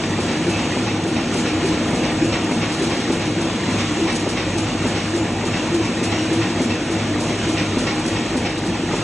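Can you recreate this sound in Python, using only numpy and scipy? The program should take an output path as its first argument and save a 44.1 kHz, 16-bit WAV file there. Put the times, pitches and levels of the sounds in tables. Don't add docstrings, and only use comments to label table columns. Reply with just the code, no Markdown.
import sys
import numpy as np
from scipy import signal
from scipy.fft import rfft, irfft, next_fast_len
from scipy.io import wavfile
from scipy.ndimage import uniform_filter1d

SR = 44100
rng = np.random.default_rng(int(sys.argv[2]) if len(sys.argv) > 2 else 0)


def dump_mix(stems):
    frames = np.atleast_2d(stems).T
    limited = np.clip(frames, -1, 1)
    pcm = np.round(limited * 32767).astype(np.int16)
    wavfile.write(sys.argv[1], SR, pcm)


N = 398223
TIME = np.arange(N) / SR
PADDED = next_fast_len(N, real=True)
BINS_HZ = np.fft.rfftfreq(PADDED, 1 / SR)
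CYCLE_S = .5835
STROKE_S = CYCLE_S / 2

# time_s, nearness_db, handling_rumble_db
MIC_MOVES = [(0, 0, -57.5), (1.2, 0, -55.5), (2, 1.5, -39.5), (2.8, -0.5, -50), (3.5, 0.5, -52),
             (4.4, -0.9, -40), (5.5, -0.5, -50), (6.2, 0, -57.5), (7, 0, -49), (7.8, -0.5, -38),
             (8.4, -1, -44), (9, -.5, -42)]
# frequency_hz, level_db
FILM_COLOUR = [(500, -15.5), (2000, -9), (4500, 0), (6300, -1.5), (7400, -2.5), (9000, -5), (9800, -2.5),
               (10500, -20), (12000, -35)]


def amp(db):
    return 10 ** (np.asarray(db) / 20)


def unit_rms(x):
    return x / np.sqrt(np.mean(x ** 2) + 1e-20)


def curve_at(points, hz):
    points_hz, values = np.transpose(points)
    return np.interp(np.log(hz + 1), np.log(points_hz + 1), values)


def add(mix, start_s, sound):
    part = mix[..., max(round(start_s * SR), 0):][..., :sound.shape[-1]]
    part += sound[..., :part.shape[-1]]


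def filtered(x, gain):
    return irfft(rfft(x.astype(np.float32), PADDED) * gain.astype(np.float32), PADDED)[..., :N]


def coloured(x, spectrum):
    return unit_rms(filtered(x, amp(curve_at(spectrum, BINS_HZ))))


def dappled(x, spectrum, ripple_db, patchy_db):
    hz, _, frames = signal.stft(x.astype(np.float32), SR, nperseg=2048)
    ripple = unit_rms(uniform_filter1d(rng.standard_normal(len(hz)), size=3))[:, None]
    patches = uniform_filter1d(rng.standard_normal(frames.shape[1:]), size=9, axis=0)
    patches = unit_rms(uniform_filter1d(patches, size=4, axis=1))
    short_waves = np.clip(hz / 900, 0, 1)[:, None] ** 2
    gain = amp(curve_at(spectrum, hz)[:, None] + short_waves * (ripple_db * ripple + patchy_db * patches))
    _, shaped = signal.istft(frames * gain.astype(np.float32), SR, nperseg=2048)
    return unit_rms(shaped[:, :N])


def ringing(x, modes, spread):
    power = sum((amp(db) * unit_rms(1 / (1 + ((BINS_HZ - hz) / (spread * width)) ** 2))) ** 2
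                for hz, width, db in modes)
    return filtered(x, np.sqrt(power))


def resonate(x, hz, width_hz):
    carrier = np.exp(2j * np.pi * np.cumsum(hz * np.ones(N)) / SR)
    pole = np.exp(-np.pi * width_hz / SR)
    baseband = signal.lfilter([(1 - pole) ** 2], [1, -2 * pole, pole * pole], x / carrier)
    return unit_rms((carrier * baseband).real)


def tone(pitch_hz):
    return unit_rms(np.sin(2 * np.pi * np.cumsum(pitch_hz) / SR))


def wander(rate_hz):
    t = TIME[::128]
    rolloff = np.exp(-(np.fft.rfftfreq(len(t), t[1]) / rate_hz) ** 2)
    drift = irfft(rfft(rng.standard_normal(len(t))) * rolloff, len(t))
    return np.interp(TIME, t, unit_rms(drift))


def sway(period_s, peak_s):
    return np.cos(2 * np.pi * (TIME - peak_s) / period_s)


def each_cycle(first_s, uneven_db, accents=()):
    starts_s = np.arange(first_s, N / SR, CYCLE_S)
    extra_db = uneven_db * rng.standard_normal(len(starts_s))
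    for accent_s, accent_db in accents:
        extra_db[abs(starts_s - accent_s) < .03] = accent_db
    return zip(starts_s, extra_db)


def shaking(repeat):
    cycle = rng.standard_normal((2, round(CYCLE_S * SR)))
    looped = cycle[:, np.arange(N) % cycle.shape[1]]
    return np.sqrt(repeat) * looped + np.sqrt(1 - repeat) * rng.standard_normal((2, N))


def grains(per_s, spread_db=0):
    place, sign, chance = rng.random((round(2 * per_s * N / SR), 3)).T
    size = amp(spread_db * np.minimum(-np.log(1 - chance), 4))
    clicks = np.zeros(2 * N)
    clicks[(place * 2 * N).astype(int)] = np.sign(sign - .5) * size
    return clicks.reshape(2, N)


def bursts(hits, rise_s, t60_s):
    power, t = np.zeros(N), np.arange(SR // 2) / SR
    for start_s, db in hits:
        add(power, start_s, (amp(db - 60 * t / t60_s) * (1 - np.exp(-t / rise_s))) ** 2)
    return np.sqrt(power)


def narrow_swells(swells):
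    out = np.zeros(N)
    for start_s, length_s, hz, width_hz, db in swells:
        size = round(length_s * SR)
        band = 1 / (1 + ((np.fft.rfftfreq(size, 1 / SR) - hz) / (width_hz / 2)) ** 2)
        ring = unit_rms(irfft(rfft(rng.standard_normal(size)) * band, size))
        add(out, start_s, amp(db) * signal.windows.tukey(size, .7) * ring)
    return out


def drive(roughness=.26, waver_hz=6, throb_db=1.6, groan_db=-3, boom_s=.0496):
    # cycle_time_s, pitch_hz, level_db
    groan = [(.03, 320.4, -27.5), (.12, 322.6, -28), (.17, 333.7, -29.5), (.23, 332.5, -24),
             (.31, 323.7, -31), (.36, 309.6, -25), (.416, 315, -24), (.445, 318, -34.5),
             (.51, 336.7, -23.5)]
    # cycle_time_s, pitch_hz, level_db
    pulls = [(.482, 339, -24.5), (.547, 328.7, -24.5)]
    # centre_s, length_s, pitch_hz, level_db
    hard_pulls = [(0.478, 0.052, 345, -18.5), (0.537, 0.027, 326.5, -24), (0.941, 0.061, 304, -21.5),
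                  (1.068, 0.026, 332, -18), (1.121, 0.048, 320.5, -21), (1.166, 0.047, 315, -20),
                  (1.403, 0.042, 325, -23), (1.452, 0.052, 310.3, -22), (1.54, 0.07, 309.8, -20.5),
                  (1.642, 0.044, 337, -22), (1.714, .05, 315, -22), (2.231, 0.023, 327.6, -12.5),
                  (2.285, 0.044, 319.2, -20), (2.818, 0.026, 344, -22.5), (3.097, 0.043, 337, -22.5),
                  (3.391, 0.043, 339.8, -18.5), (3.448, .045, 331, -20.5), (3.922, 0.047, 298.4, -18),
                  (4.033, 0.076, 334.3, -16.5), (4.283, 0.037, 307.2, -22.5), (4.634, 0.032, 327.8, -18),
                  (5.155, 0.052, 334, -17.5), (5.228, 0.04, 319.4, -17.5), (5.745, 0.11, 338, -16.5),
                  (5.809, 0.036, 334, -17.5), (6.329, 0.071, 332.7, -19), (6.396, 0.065, 327.7, -16.5),
                  (6.82, 0.033, 298.5, -20), (7.5, 0.068, 325, -21), (7.543, 0.054, 320, -20)]
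    times_s, pitches_hz, levels_db = np.transpose(groan)
    pitch = np.interp(TIME, times_s, pitches_hz, period=CYCLE_S)
    level = amp(groan_db + np.interp(TIME, times_s, levels_db, period=CYCLE_S) + throb_db * wander(25))
    noise_share = np.full(N, roughness)
    regular_pulls = [(centre_s, boom_s, hz, db + extra_db) for first_s, hz, db in pulls
                     for centre_s, extra_db in each_cycle(first_s, uneven_db=1)]
    for centre_s, length_s, peak_hz, peak_db in regular_pulls + hard_pulls:
        pull = np.hanning(round(length_s * SR))
        span = round((centre_s - length_s / 2) * SR) + np.arange(len(pull))
        level[span] += pull * (amp(peak_db) - level[span])
        pitch[span] += pull * (peak_hz - pitch[span])
        noise_share[span] *= 1 - pull
    pitch += waver_hz * wander(8.57)
    growl = resonate(rng.standard_normal(N), pitch, width_hz=45)
    return level * (np.sqrt(1 - noise_share) * tone(pitch) + np.sqrt(noise_share) * growl)


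def motor(hum_hz=102.2, swing_hz=2.1, waver_hz=3.27, hum_db=-1, throb_db=1.5, uneven_db=.4):
    # time_s, level_db
    surges = [(0.0, -31), (0.05, -36), (0.1, -26.5), (0.3, -33), (0.35, -39), (0.58, -28.5), (0.63, -39),
              (0.98, -26), (1.11, -38), (1.16, -27), (1.28, -42), (1.33, -31.5), (1.41, -42), (1.56, -29),
              (1.78, -42.5), (1.83, -27), (1.94, -35), (2.46, -32.5), (2.51, -42.5), (2.62, -26),
              (2.81, -40), (2.89, -29.5), (3.12, -42), (3.19, -35), (3.37, -29), (3.42, -35), (3.87, -29),
              (4.0, -42.5), (4.05, -34), (4.45, -32), (4.65, -26.5), (4.73, -40), (4.78, -27.5),
              (4.98, -32.5), (5.33, -31.5), (5.38, -25.5), (5.46, -36.5), (5.53, -24.5), (5.61, -49),
              (5.68, -30.5), (5.76, -41.5), (5.83, -26.5), (5.91, -39.5), (6.11, -26), (6.24, -37),
              (6.44, -24.5), (6.51, -44), (6.54, -29), (6.66, -38.5), (6.71, -25), (6.79, -40), (6.84, -35),
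              (6.92, -44.5), (6.96, -28.5), (7.67, -32), (7.69, -27), (8.1, -37.5), (8.15, -25.5),
              (8.22, -37), (9.03, -32)]
    # pitch_hz, level_db
    gear_tones = [(50.5, -50.5), (68.5, -52.5), (170, -41), (233, -45.5), (258.5, -43), (7154, -61)]
    pitch = hum_hz + swing_hz * sway(STROKE_S, peak_s=0) + waver_hz * wander(12.4)
    load_db = np.interp(TIME, *np.transpose(surges)) + throb_db * sway(CYCLE_S / 4, peak_s=.278)
    hum = amp(hum_db + load_db + uneven_db * wander(7.8)) * tone(pitch)
    shaft_s = np.cumsum(1 + .004 * wander(3.6)) / SR
    gears = sum(amp(db) * unit_rms(np.sin(2 * np.pi * (hz * shaft_s + rng.random())))
                for hz, db in gear_tones)
    return hum + gears


def cabinet(rumble_db=-28, load_db=1):
    # pitch_hz, nominal_width_hz, level_db
    panel_modes = [(153, 9.4, -37), (177.6, 10, -37), (196.4, 14, -37), (234, 24, -31.5), (257, 24, -36),
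                   (302, 16, -32), (353, 62, -32.5), (483, 79, -38.5), (705, 25, -40), (809, 30, -44),
                   (920, 30, -46), (1200, 66, -51), (1833, 120, -45), (2260, 100, -44.5),
                   (2490, 170, -43.5), (2705, 80, -44.5), (2916, 53, -48.5), (3197, 29, -49.5),
                   (3360, 50, -51), (5600, 150, -52)]
    # frequency_hz, level_db
    rumble_colour = [(20, -40.5), (36, -26), (50, -7.5), (64, -10), (85, -4.5), (125, -2.5), (200, -6.5),
                     (340, -11), (430, -6), (620, -7.5), (1000, -13.5), (1600, -21.5), (4000, -60)]
    panels = ringing(shaking(repeat=.3), panel_modes, spread=.73)
    frame = dappled(shaking(repeat=.25), rumble_colour, ripple_db=2, patchy_db=2)
    times_s, nearness_db, _ = np.transpose(MIC_MOVES)
    level = amp(np.interp(TIME, times_s, nearness_db) + load_db * sway(STROKE_S, peak_s=.25))
    return level * (panels + amp(rumble_db) * frame)


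def conveyor(hiss_db=-31, rattle_db=-39, flicker_db=.55, swell_db=1, load_db=.2):
    # frequency_hz, level_db
    hiss_colour = [(200, -20.5), (600, -13), (1100, -1.5), (1550, -3.5), (2000, -1.5), (2650, -2),
                   (3150, -3), (4200, -5), (5300, -9), (6400, -8), (8500, -14.5), (9700, -23), (10300, -40),
                   (11000, -45)]
    slide = dappled(shaking(repeat=.1), hiss_colour, ripple_db=.7, patchy_db=1.8)
    links = coloured(grains(per_s=900), hiss_colour)
    level = amp(load_db * sway(STROKE_S, peak_s=.2) + flicker_db * wander(31) + swell_db * wander(2.1))
    return level * (amp(hiss_db) * slide + amp(rattle_db) * links)


def cams(uneven_db=1.5, slack_s=.001184, rise_periods=.55, knock_db=.5,
         thump_hz=255, thump_db=-19, thump_t60_s=.17):
    # cycle_time_s, pitch_hz, level_db, t60_s
    knocks = [(.011, 269, -22, 0.066), (0.045, 254, -17.5, 0.089), (.083, 316, -11, 0.038),
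              (0.137, 1880, -23.5, 0.037), (.152, 240, -18, .035), (0.158, 1215, -24.5, 0.038),
              (.175, 2076, -26, 0.037), (.179, 587, -21, 0.061), (0.184, 385, -11.5, 0.036),
              (.187, 915, -19, 0.026), (.233, 239, -17.5, 0.15), (.276, 118, -21.5, 0.051),
              (.278, 166, -18.5, .06), (0.451, 1870, -28.5, 0.028), (0.47, 1681, -17, 0.0096),
              (0.477, 395.4, -20, 0.11), (.5, 457, -26, 0.082), (.564, 118, -30, 0.031),
              (.565, 183, -22.5, 0.072)]
    # start_s, extra_db
    heavy_thumps = [(.776, 5), (1.947, 6.5), (2.535, 5), (3.114, 4.1), (3.698, 8.3), (4.865, 7.3),
                    (6.615, 6.9), (7.782, 6), (8.365, 8.8)]
    # start_s, pitch_hz, level_db, t60_s
    chugs_and_thuds = [(.484, 181, -16.5, .15), (.484, 381, -15, .09), (.806, 231, -15, 0.18),
                       (1.07, 184, -18, .1), (1.245, 245, -19.5, 0.11), (1.642, 386, -13, .09),
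                       (2.606, 165, -15.5, .12), (2.806, 390, -14, .09), (3.1, 370, -13, .05),
                       (3.988, 385, -18.5, .09), (4.262, 380, -16, .09), (4.572, 392, -19, .09),
                       (4.838, 383, -19, .08), (6.012, 390, -16, .09), (6.075, 242, -16.5, 0.14),
                       (8.677, 181, -12.5, .15)]
    hits = [(start_s, hz, knock_db + db + extra_db, t60_s) for first_s, hz, db, t60_s in knocks
            for start_s, extra_db in each_cycle(first_s, uneven_db)]
    thumps = [(start_s, thump_hz, thump_db + extra_db, thump_t60_s)
              for start_s, extra_db in each_cycle(.18, uneven_db, accents=heavy_thumps)]
    out, t = np.zeros(N), np.arange(SR // 4) / SR
    for start_s, hz, db, t60_s in hits + thumps + chugs_and_thuds:
        late, detune = rng.standard_normal(2)
        ring = np.sin(2 * np.pi * hz * (1 + .012 * detune) * t)
        attack = (1 - np.exp(-t * hz / rise_periods)) ** 2
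        add(out, start_s + slack_s * late, ring * attack * amp(db - 60 * t / t60_s))
    return out


def jaws(open_after_s=.0806, clack_db=-1.2, ring_db=.5, flutter_db=1):
    # start_s, snap_db, opening_clack_db
    strokes = [(.2, -30, -25.5), (.494, -30.5, -28.5), (0.78, -36, -26), (1.073, -33.5, -25),
               (1.367, -30, -25), (1.654, -30.5, -30), (1.947, -31, -24.5), (2.24, -32, -22),
               (2.532, -34, -24.5), (2.82, -29, -24), (3.116, -29.5, -26.5), (3.41, -32, -44),
               (3.701, -35.5, -23.5), (3.989, -34.5, -22), (4.286, -28.5, -22.5), (4.576, -27.5, -30),
               (4.865, -30.5, -24), (5.157, -34.5, -31), (5.45, -33, -24), (5.742, -33, -27.5),
               (6.03, -26.5, -24), (6.326, -29.5, -25.5), (6.613, -30, -25.5), (6.907, -32.5, -28),
               (7.201, -29.5, -25.5), (7.486, -30.5, -21.5), (7.782, -28, -21.5), (8.072, -30, -25.5),
               (8.367, -31, -23.5), (8.657, -33, -33), (8.952, -33.5, -27)]
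    # start_s, level_db
    stop_hits = [(.036, -21), (.592, -24), (.877, -25), (2.327, -25), (4.098, -21), (6.121, -23.5),
                 (6.432, -24.5), (6.703, -25.5), (7.578, -23.5), (7.867, -23), (8.163, -24)]
    # frequency_hz, level_db
    rasp_colour = [(150, -19), (500, 4), (1000, -1), (1600, -3), (2300, 3), (3200, -1.5), (4400, -5.5),
                   (5700, -3.5), (7000, -31), (10000, -40)]
    # pitch_hz, nominal_width_hz, level_db
    jaw_modes = [(495, 110, -10), (816, 28, -10.5), (1118, 27, -15), (1888, 60, -13), (2270, 110, -15),
                 (2662, 81, -11), (3710, 45, -14.5)]
    starts_s, snaps_db, clacks_db = np.transpose(strokes)
    snaps = bursts(zip(starts_s, snaps_db), rise_s=.003, t60_s=.26)
    openings = bursts(zip(starts_s + open_after_s, clack_db + clacks_db), rise_s=.0061, t60_s=.52)
    clacks = np.hypot(openings, bursts(stop_hits, rise_s=.0015, t60_s=.064))
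    grit = coloured(grains(per_s=3000), FILM_COLOUR)
    rasp = dappled(rng.standard_normal((2, N)), rasp_colour, ripple_db=1.5, patchy_db=.5)
    ring = ringing(rng.standard_normal((2, N)), jaw_modes, spread=.47)
    return grit * snaps + (rasp * amp(flutter_db * wander(110)) + amp(ring_db) * ring) * clacks


def steel_rings():
    # start_s, length_s, pitch_hz, width_hz, level_db
    rings = [(.46, .24, 2615, 16, -35), (1.3, .16, 2760, 40, -43.5), (5.95, .2, 2560, 60, -38),
             (6.41, .1, 1867, 30.1, -38.5), (6.62, 0.2, 2670, 49.8, -37.5), (6.69, 0.09, 1900, 30, -38),
             (7.55, 0.12, 2700, 40, -37.5)]
    return narrow_swells(rings)


def packets(crack_db=-2, clump_db=4, running_film_db=-47):
    # start_s, length_s, level_db
    rustles = [(1.322, 0.13, -42.5), (1.85, 0.098, -40), (2.42, .2, -46.5), (2.668, 0.36, -39),
               (3.19, 0.097, -51), (3.76, 0.053, -39.5), (4.094, .15, -36.5), (5.13, 0.073, -45),
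               (5.243, 0.13, -50), (6.022, 0.14, -45.5), (7.19, 0.12, -40.5), (8.2, 0.078, -49),
               (8.458, 0.27, -48.5)]
    # start_s, level_db, t60_s
    cracks = [(1.368, -32, .03), (1.905, -26, .03), (3.777, -30.5, .025), (4.08, -34, .03),
              (4.153, -22, .018), (4.196, -26, .016), (4.38, -33, .03), (4.583, -26, .06),
              (5.156, -30.5, .03), (5.468, -30.5, .03), (5.743, -28, .04), (6.036, -28, .035),
              (6.5, -29.5, .02), (6.64, -29, .05), (7.203, -27, .04), (7.787, -33, .06), (8.062, -21, .03),
              (8.08, -30, .05), (8.368, -28.5, .07), (8.575, -32.5, .02)]
    # frequency_hz, level_db
    crack_colour = [(500, -24), (2500, -4), (5000, 1), (6500, 1.5), (9000, 1.5), (10500, -6), (11500, -16)]
    touch = np.full(N, amp(running_film_db))
    for start_s, length_s, db in rustles:
        add(touch, start_s, amp(db) * signal.windows.tukey(round(length_s * SR), .6))
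    folds = dappled(grains(per_s=800, spread_db=2.5), FILM_COLOUR, ripple_db=0, patchy_db=3)
    clumps = unit_rms(amp(clump_db * wander(45)))
    crack_level = sum(bursts([(start_s, db)], rise_s=.001, t60_s=t60_s) for start_s, db, t60_s in cracks)
    grit = coloured(grains(per_s=6500, spread_db=1.5), crack_colour)
    return touch * clumps * folds + amp(crack_db) * crack_level * grit


def film_zings():
    # start_s, length_s, pitch_hz, width_hz, level_db
    zings = [(1.35, .1, 7200, 200, -43), (4.57, 0.099, 7160, 150, -44), (4.85, 0.098, 7150, 150, -45.5),
             (5.142, 0.13, 7020, 350, -42), (5.43, 0.087, 7050, 350, -42.5), (5.558, .1, 7300, 350, -49),
             (6.04, 0.26, 5637, 129, -41), (6.108, .14, 6060, 89.7, -46), (6.61, .1, 7220, 151, -43),
             (7.198, 0.12, 7260, 350, -45), (7.78, .09, 7183, 120, -44.5), (8.06, .09, 7200, 150, -49),
             (8.9, 0.11, 7160, 100, -44)]
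    return narrow_swells(zings)


def handling():
    times_s, _, rumble_db = np.transpose(MIC_MOVES)
    return amp(np.interp(TIME, times_s, rumble_db)) * resonate(rng.standard_normal(N), hz=52, width_hz=18)


def scene(mono_below_hz=130, nearness_share=.6):
    # frequency_hz, correlation (clipped to -1..1)
    port_likeness = [(100, .9995), (300, 1), (720, 0.89), (1150, 0.9), (1600, 1), (2000, .985),
                     (2600, 0.86), (3100, 0.49), (3950, 0.2), (4950, -0.8), (5400, -0.22), (5950, 1),
                     (6900, 1), (7400, 1), (8500, 0.52), (10200, -1.03)]
    shared, apart = cabinet() + jaws() + conveyor() + packets()
    short_waves = np.minimum(BINS_HZ / mono_below_hz, 1) ** 4
    likeness = 1 - (1 - np.clip(curve_at(port_likeness, BINS_HZ), -1, 1)) * short_waves
    times_s, nearness_db, _ = np.transpose(MIC_MOVES)
    nearness = amp(nearness_share * np.interp(TIME, times_s, nearness_db))
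    centre = nearness * (drive() + cams()) + motor() + film_zings() + steel_rings() + handling()
    mid = filtered(shared, np.sqrt((1 + likeness) / 2)) + centre
    side = filtered(apart, np.sqrt((1 - likeness) / 2))
    return np.array([mid + side, mid - side])


def record(dry, low_cut_hz=40, high_cut_hz=11200):
    # frequency_hz, left_minus_right_db
    lean = [(100, 0), (190, .6), (600, 1), (1060, -.5), (3400, 0)]
    balance = amp(np.outer([.5, -.5], curve_at(lean, BINS_HZ)))
    low_cut = 1 / np.sqrt(1 + (low_cut_hz / (BINS_HZ + 1)) ** 8)
    high_cut = signal.firwin(127, high_cut_hz, window=("kaiser", 9), fs=SR)
    return signal.oaconvolve(filtered(dry, low_cut * balance), high_cut[None], "same")


dry = scene()
out = record(dry)
dump_mix(out)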